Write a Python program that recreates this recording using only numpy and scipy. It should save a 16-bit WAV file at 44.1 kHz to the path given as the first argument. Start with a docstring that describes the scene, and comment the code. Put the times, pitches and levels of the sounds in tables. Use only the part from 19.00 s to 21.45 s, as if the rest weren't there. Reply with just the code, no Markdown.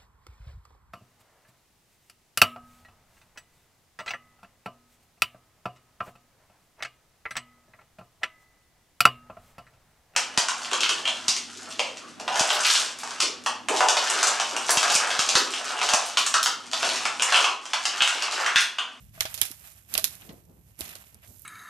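"""A muddy thicket, where someone creeps close to a small two-port recorder.
Twigs snap as bursts of noise, a stick knocks on wood as rung-up sines, a foot thumps softly in the mud.
Leaves and litter rustle as hiss and crackle; a thin high tone wavers over the noise rumble of the open air.
The left port faces away: it is dull and hears a little later."""
import sys
import numpy as np
from scipy import signal
from scipy.fft import rfft, irfft, next_fast_len
from scipy.io import wavfile
from scipy.ndimage import uniform_filter1d

SR = 44100
rng = np.random.default_rng(int(sys.argv[2]) if len(sys.argv) > 2 else 0)


def to_linear_factor(level_db):
    """Convert decibel levels (scalar or array-like) to linear amplitude factors."""
    exponent = np.asarray(level_db, float) / 20
    return 10 ** exponent


def materialize(psi):
    """Save the field psi as 16-bit PCM at rate SR to the path in sys.argv[1].

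    A 1-D psi becomes a single channel; in a 2-D psi each row is a channel.
    """
    bounded = np.clip(np.atleast_2d(psi).T, -1, 1)
    quanta = np.round(bounded * 32767).astype(np.int16)
    wavfile.write(sys.argv[1], SR, quanta)


N = 108045  # length in samples
TILT_PIVOT_HZ = 5830  # where dull meets bright, for snaps and rustle


def rms_one(x):
    """Scale to an average strength (rms) of 1."""
    return x / np.sqrt(np.mean(x ** 2) + 1e-20)


def at_hz(points, hz):
    """Read a table of (Hz, value) on a log-frequency axis."""
    table_hz, values = np.transpose(points)
    return np.interp(np.log(np.maximum(hz, 1)), np.log(table_hz), values)


def padded_size(x):
    """Transform length with room for a filter to ring out."""
    return next_fast_len(x.shape[-1] + 4096)


def frequencies(x):
    """Frequencies of the padded transform of x."""
    return np.fft.rfftfreq(padded_size(x), 1 / SR)


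def colour(x, gain_db):
    """Filter x by a gain at each of its frequencies, with no sound ahead of its cause (minimum phase)."""
    size = padded_size(x)
    fold = irfft(np.log(to_linear_factor(gain_db)), size)
    # Folding the negative times onto the positive ones makes the filter causal.
    fold[..., 1:(size + 1) // 2] *= 2
    fold[..., size // 2 + 1:] = 0
    response = np.exp(rfft(fold))
    return irfft(rfft(x, size) * response, size)[..., :x.shape[-1]]


def spread(count):
    """Stereo white noise, alike in the bass and loose in the treble."""
    # How alike left and right are. Each row: frequency in Hz, likeness (1 = the same).
    likeness = [(20, 0.73), (300, 0.77), (1000, 0.087)]
    alike = np.clip(at_hz(likeness, np.fft.rfftfreq(count, 1 / SR)), 0, 1)
    mid, side = rfft(rng.standard_normal((2, count)))
    shared = np.sqrt(1 + alike) * mid
    opposed = np.sqrt(1 - alike) * side * [[1], [-1]]
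    return irfft((shared + opposed) / np.sqrt(2), count)


def drift(rate):
    """Slow random wander of rms 1; a higher rate in Hz wanders faster."""
    r = np.exp(-2 * np.pi * rate / SR)
    noise = rng.standard_normal(N + SR)
    return rms_one(signal.lfilter([1], [1, -2 * r, r * r], noise)[SR:])  # skip the first second


def lumps(count, hold, spread_db):
    """A gain that jumps at random every `hold` samples."""
    steps = rng.standard_normal(count // hold + 1)
    return to_linear_factor(spread_db * np.repeat(steps, hold)[:count])


def rumble():
    """Open air: low lumpy noise, settling after a stronger start."""
    # Tone of the open air. Each row: frequency in Hz, gain in dB.
    air_tone = [(30, -28.5), (55, 2.5), (117, 1), (200, -12), (400, -38.5), (1000, -41)]
    settled_db, start_extra_db, settle_s, flicker_db = -63, 6.5, 0.36, 1.5
    raw = spread(N)
    start_db = start_extra_db * np.exp(-(np.arange(N) / SR / settle_s) ** 2)
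    level = to_linear_factor(settled_db + start_db + flicker_db * drift(13))
    return level * rms_one(colour(raw, at_hz(air_tone, frequencies(raw))))


def whistle():
    """Thin whistle: a sine whose gliding pitch is summed into phase, fading in and out."""
    # Path of the pitch, smoothed below. Each row: time in seconds, pitch in Hz.
    pitch_path = [(1.385, 12350), (1.42, 13600), (1.465, 12450), (1.505, 13500), (1.555, 12250),
                  (1.62, 11800), (1.675, 10850), (1.715, 12500), (1.752, 11200), (1.78, 11400)]
    start_db, fade_db_per_s, flicker_db = -76, -16, 2.5
    s, hz = np.transpose(pitch_path)
    t = np.arange(N) / SR
    pitch = uniform_filter1d(np.interp(t, s, hz), size=1300)
    on = uniform_filter1d(1. * (t > s[0]) * (t < s[-1]), size=900)
    level = to_linear_factor(start_db + fade_db_per_s * (t - s[0]) + flicker_db * drift(26))
    tone = np.sqrt(2) * np.sin(2 * np.pi * np.cumsum(pitch) / SR)  # rms 1
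    return on * level * tone


def crackle():
    """Litter crackle: short random ticks in clumps, each sounding in a band of its own."""
    # Edges of the overlapping bands, in Hz; each band runs from one edge to the next but one.
    band_edges = [700, 2000, 4000, 7000, 10500, 15500]
    ticks_per_s, clump_db, size_spread_db = 700, 5.0, 3.7  # the clumping sways the tick rate
    sizes = to_linear_factor(size_spread_db * np.minimum(rng.exponential(1, N), 4))
    born = rng.random(N) < ticks_per_s * to_linear_factor(clump_db * drift(25)) / SR
    band_of_tick = rng.integers(0, len(band_edges) - 2, N)
    noise = rng.standard_normal(N)
    out = 0
    for k, (low, high) in enumerate(zip(band_edges, band_edges[2:])):
        clicks = sizes * born * (band_of_tick == k)
        ticks = signal.lfilter([1], [1, -.95], clicks + 1e-18) * noise  # dying bursts of noise
        band = signal.butter(2, [low, high], "band", fs=SR, output="sos")
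        out = out + signal.sosfilt(band, ticks)
    return rms_one(out)


def rustle():
    """Leaves and litter: hiss and crackle follow the motion in level and tilt, over a low shuffle."""
    # Motion in the leaves. Each row: time in seconds, level in dB,
    # treble lift and equal bass cut in dB, low shuffle level in dB.
    motion = [(0, -65, 5, -68), (0.128, -67.5, 5.5, -87), (0.149, -56.5, 2, -73), (0.45, -45.5, 4, -67),
              (0.578, -57, 6, -74), (0.65, -49.5, 4.5, -72), (0.78, -62, 5.5, -71.5), (0.868, -64, 6, -76),
              (0.932, -47.5, 3.5, -60.5), (1.2, -54.5, 4, -70.5), (1.29, -59, 5, -55.5),
              (1.42, -67, 5, -66.5), (1.498, -73, 6, -64.5), (1.774, -65.5, 5, -76), (1.8, -49.5, 4.5, -56),
              (1.93, -50, 1.5, -68.5), (2.059, -59, 5, -71.5), (2.201, -67.5, 2.5, -68.5),
              (2.246, -55, 0, -76), (2.29, -62.5, 10, -66.5), (2.45, -60.5, 9, -72.5)]
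    # Tone of the leaves. Each row: frequency in Hz, gain in dB.
    leaf_tone = [(400, -17.5), (620, 6), (927, 3), (2500, 6.5), (4500, -3.5), (10500, -3.5), (12000, 2.5),
                 (14400, -5), (15500, -43.5)]
    # Tone of the low shuffle. Each row: frequency in Hz, gain in dB.
    shuffle_tone = [(90, -14.5), (160, 3.5), (350, -4.5), (800, -11), (2500, -38)]
    hiss_flicker_db, crackle_db, shuffle_flicker_db = 2.0, -4.5, 3.15
    s, db, slope_db, low_db = np.transpose(motion)
    t = np.arange(N) / SR
    hz = frequencies(t)
    raw = spread(N) * to_linear_factor(hiss_flicker_db * drift(24)) + to_linear_factor(crackle_db) * crackle()
    whole = rms_one(colour(raw, at_hz(leaf_tone, hz)))
    low_pass = signal.butter(2, TILT_PIVOT_HZ, fs=SR, output="sos")
    dull = signal.sosfiltfilt(low_pass, whole)
    bright = whole - dull
    slope = np.interp(t, s, slope_db)
    leaves = to_linear_factor(np.interp(t, s, db)) * (to_linear_factor(-slope) * dull + to_linear_factor(slope) * bright)
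    shuffle_noise = rms_one(colour(spread(N), at_hz(shuffle_tone, hz)))
    shuffle = shuffle_noise * to_linear_factor(np.interp(t, s, low_db) + shuffle_flicker_db * drift(8.2))
    return leaves + shuffle


def thumps():
    """A foot in the mud: each low push swells and dies within a few cycles."""
    # Soft thumps. Each row: start in seconds, level in dB, pitch in Hz.
    steps = [(0.197, -48, 77), (0.418, -46.5, 95), (0.423, -50, 271), (0.505, -45, 282), (0.962, -50.5, 68),
             (1.805, -39.5, 314), (1.813, -44, 78), (2.289, -50, 77)]
    cycles_to_peak = 0.58
    out, t = np.zeros(N), np.arange(N) / SR
    for s, db, hz in steps:
        cycles = np.maximum(t - s, 0) * hz
        swell = cycles / cycles_to_peak
        envelope = np.e * swell * np.exp(-swell)  # peaks at 1
        out += to_linear_factor(db) * envelope * np.sin(2 * np.pi * cycles)
    return out


def ring(clicks, hz, t60):
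    """One mode of the wood: a unit click sets off a sine of height 1 that falls 60 dB in t60 seconds."""
    r, w = to_linear_factor(-60 / (t60 * SR)), 2 * np.pi * hz / SR
    return signal.lfilter([0, np.sin(w)], [1, -2 * r * np.cos(w), r * r], clicks + 1e-18)


def knocks():
    """A stick on wood: each blow is a click and short rattle that rings modes damped by how the wood is held."""
    # Blows on thicker wood. Each row: start in seconds, level in dB, share of the free ring time.
    blows = [(0.177, -55, 1.5), (0.211, -43, 0.46), (0.253, -39.5, 0.74), (0.375, -57, 0.94),
             (0.953, -42.5, 1.2), (0.983, -36.5, 1.36), (1.809, -46, 0.78), (1.957, -53.5, 0.6)]
    # Modes of the wood. Each row: pitch in Hz, level in dB, free ring time in seconds to fall 60 dB.
    modes = [(650, 0, .06), (760, -2, .03), (1165, 0, .025), (1530, -1, .025), (2000, -3, .02)]
    rattle_s, level_spread_db = .006, 2.0
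    size = 8000
    out = np.zeros(N + size)
    fade = np.exp(-np.arange(size) / (rattle_s * SR))
    for s, db, share in blows:
        i = int(s * SR)
        for hz, mode_db, t60 in modes:
            rattle = np.sqrt(2 * share / (rattle_s * SR))
            strike = fade * rng.standard_normal(size) * rattle
            strike[0] += 1
            gain = to_linear_factor(db + mode_db + level_spread_db * rng.standard_normal())
            out[i:i + size] += gain * ring(strike, hz, t60 * max(share, .05))
    return out[:N]


def tilt_db(hz, db_per_octave):
    """A slope through the pivot, flat below a third of it."""
    return db_per_octave * np.log2(np.maximum(hz / TILT_PIVOT_HZ, 1 / 3))


def snaps():
    """Twigs: fibres splinter for a few ms, then debris scatters; each twig has its own uneven colour."""
    # Snapping twigs. Each row: start in seconds, level in dB (before the shared trim),
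    # treble tilt in dB per octave, debris tail in dB against the burst.
    twigs = [(0.2064, -8.5, -4.5, -12), (0.2531, -21.5, -6, -7.5), (0.3415, -21.5, 1.5, -6.5),
             (0.376, -29.5, -1.5, -1.5), (0.414, -3.5, -1.5, -14), (0.4522, -27.5, 2, -1),
             (0.514, -26.5, 3, -15), (0.939, -13, 3.5, -13), (0.9513, -12, -9, -17), (0.9708, -37, 5, -6),
             (0.977, -5.5, 0, -14), (1.0416, -5, 1, -13), (1.152, -34, 4.5, -17), (1.219, -38, -14, -10),
             (1.2909, -38, -8, -6), (1.7895, -35, 8.5, 0), (1.807, -19.5, 0.1, -15.5),
             (1.8156, -27, -7, -13), (1.852, -34, -2, -3.5), (1.88, -36, -7, -9), (1.891, -34, 1, -5.5),
             (1.953, -28.5, -2.5, -10.5), (2.144, -38, 5, -21), (2.394, -36.5, 11, -18),
             (2.419, -34.5, 18, -25)]
    # Tone shared by the twigs. Each row: frequency in Hz, gain in dB.
    twig_tone = [(300, -21), (1590, -5.5), (3630, 1.5), (6790, 1), (8280, -2.5), (8990, 0.5), (11900, 4),
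                 (14500, -4.5), (15500, -34)]
    rise_s, fall_s, tail_rise_s = .0007, .0017, .001
    tail_t60_s, late_db, late_t60_s = 0.074, -11, 0.32  # a quick tail and a weaker, longer one
    trim_db, splinter_db, debris_db, ripple_spread_db = -7.5, 0.5, 2.8, 1.5
    size = 16000
    out, t = np.zeros((2, N + size)), np.arange(size) / SR
    burst = (1 - np.exp(-(t / rise_s) ** 2)) * np.exp(-t / fall_s)
    burst /= burst.max()
    tail = to_linear_factor(-60 * t / tail_t60_s) + to_linear_factor(late_db - 60 * t / late_t60_s)
    tail *= 1 - np.exp(-t / tail_rise_s)
    bass_cut = signal.butter(4, 2200, "high", fs=SR, output="sos")
    hz = frequencies(t)
    for s, db, slope_db, tail_db in twigs:
        noise = rng.standard_normal(size) + 2.0 * spread(size)  # part is the same on both sides
        fibres = noise * lumps(size, 20, splinter_db) * burst
        fibres *= np.sqrt(2 * np.sum(burst ** 2) / np.sum(fibres ** 2))  # same energy for every burst
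        fibres = signal.sosfilt(bass_cut, fibres)
        debris = to_linear_factor(tail_db) * tail * lumps(size, 60, debris_db) * spread(size)
        ripple = ripple_spread_db * rng.standard_normal(60)
        ripple_db = np.interp(hz, np.linspace(0, SR / 2, 60), ripple)
        gain_db = at_hz(twig_tone, hz) + tilt_db(hz, slope_db) + ripple_db
        coloured = colour(fibres + debris, gain_db) / np.sqrt(np.mean(to_linear_factor(2 * gain_db)))
        i = int(s * SR)
        out[:, i:i + size] += to_linear_factor(db + trim_db) * coloured
    return out[:, :N]


def scene():
    """All sources at the recorder, from the background to the twigs."""
    return rumble() + whistle() + rustle() + thumps() + knocks() + snaps()


def top_cut(x):
    """Nothing passes above the cut-off."""
    return signal.sosfilt(signal.butter(12, 15760, fs=SR, output="sos"), x)


def record(dry):
    """The ports share the power by their balance, the left one lags; peaks are rounded and the top is cut."""
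    # Left port over right port. Each row: frequency in Hz, difference in dB.
    port_balance = [(60, -2.2), (740, 1.2), (2200, 1.5), (3330, -2.5), (4600, -12), (6500, -16),
                    (7200, -27), (8200, -28), (8900, -15), (13300, -20), (14500, -28)]
    left_lag_s, overload_at, cutoff_hz = 0.00016, .88, 15300
    balance_db = at_hz(port_balance, frequencies(dry))
    right_db = -10 * np.log10((1 + to_linear_factor(2 * balance_db)) / 4)  # keeps the summed power of the ports even
    left, right = colour(dry, np.array([right_db + balance_db, right_db]))
    left = np.interp(np.arange(N) - left_lag_s * SR, np.arange(N), left)
    rounded = overload_at * np.tanh(np.array([left, right]) / overload_at)
    mix = signal.sosfilt(signal.cheby2(8, 30, cutoff_hz, fs=SR, output="sos"), rounded)
    return top_cut(mix)


dry = scene()
out = record(dry)
materialize(out)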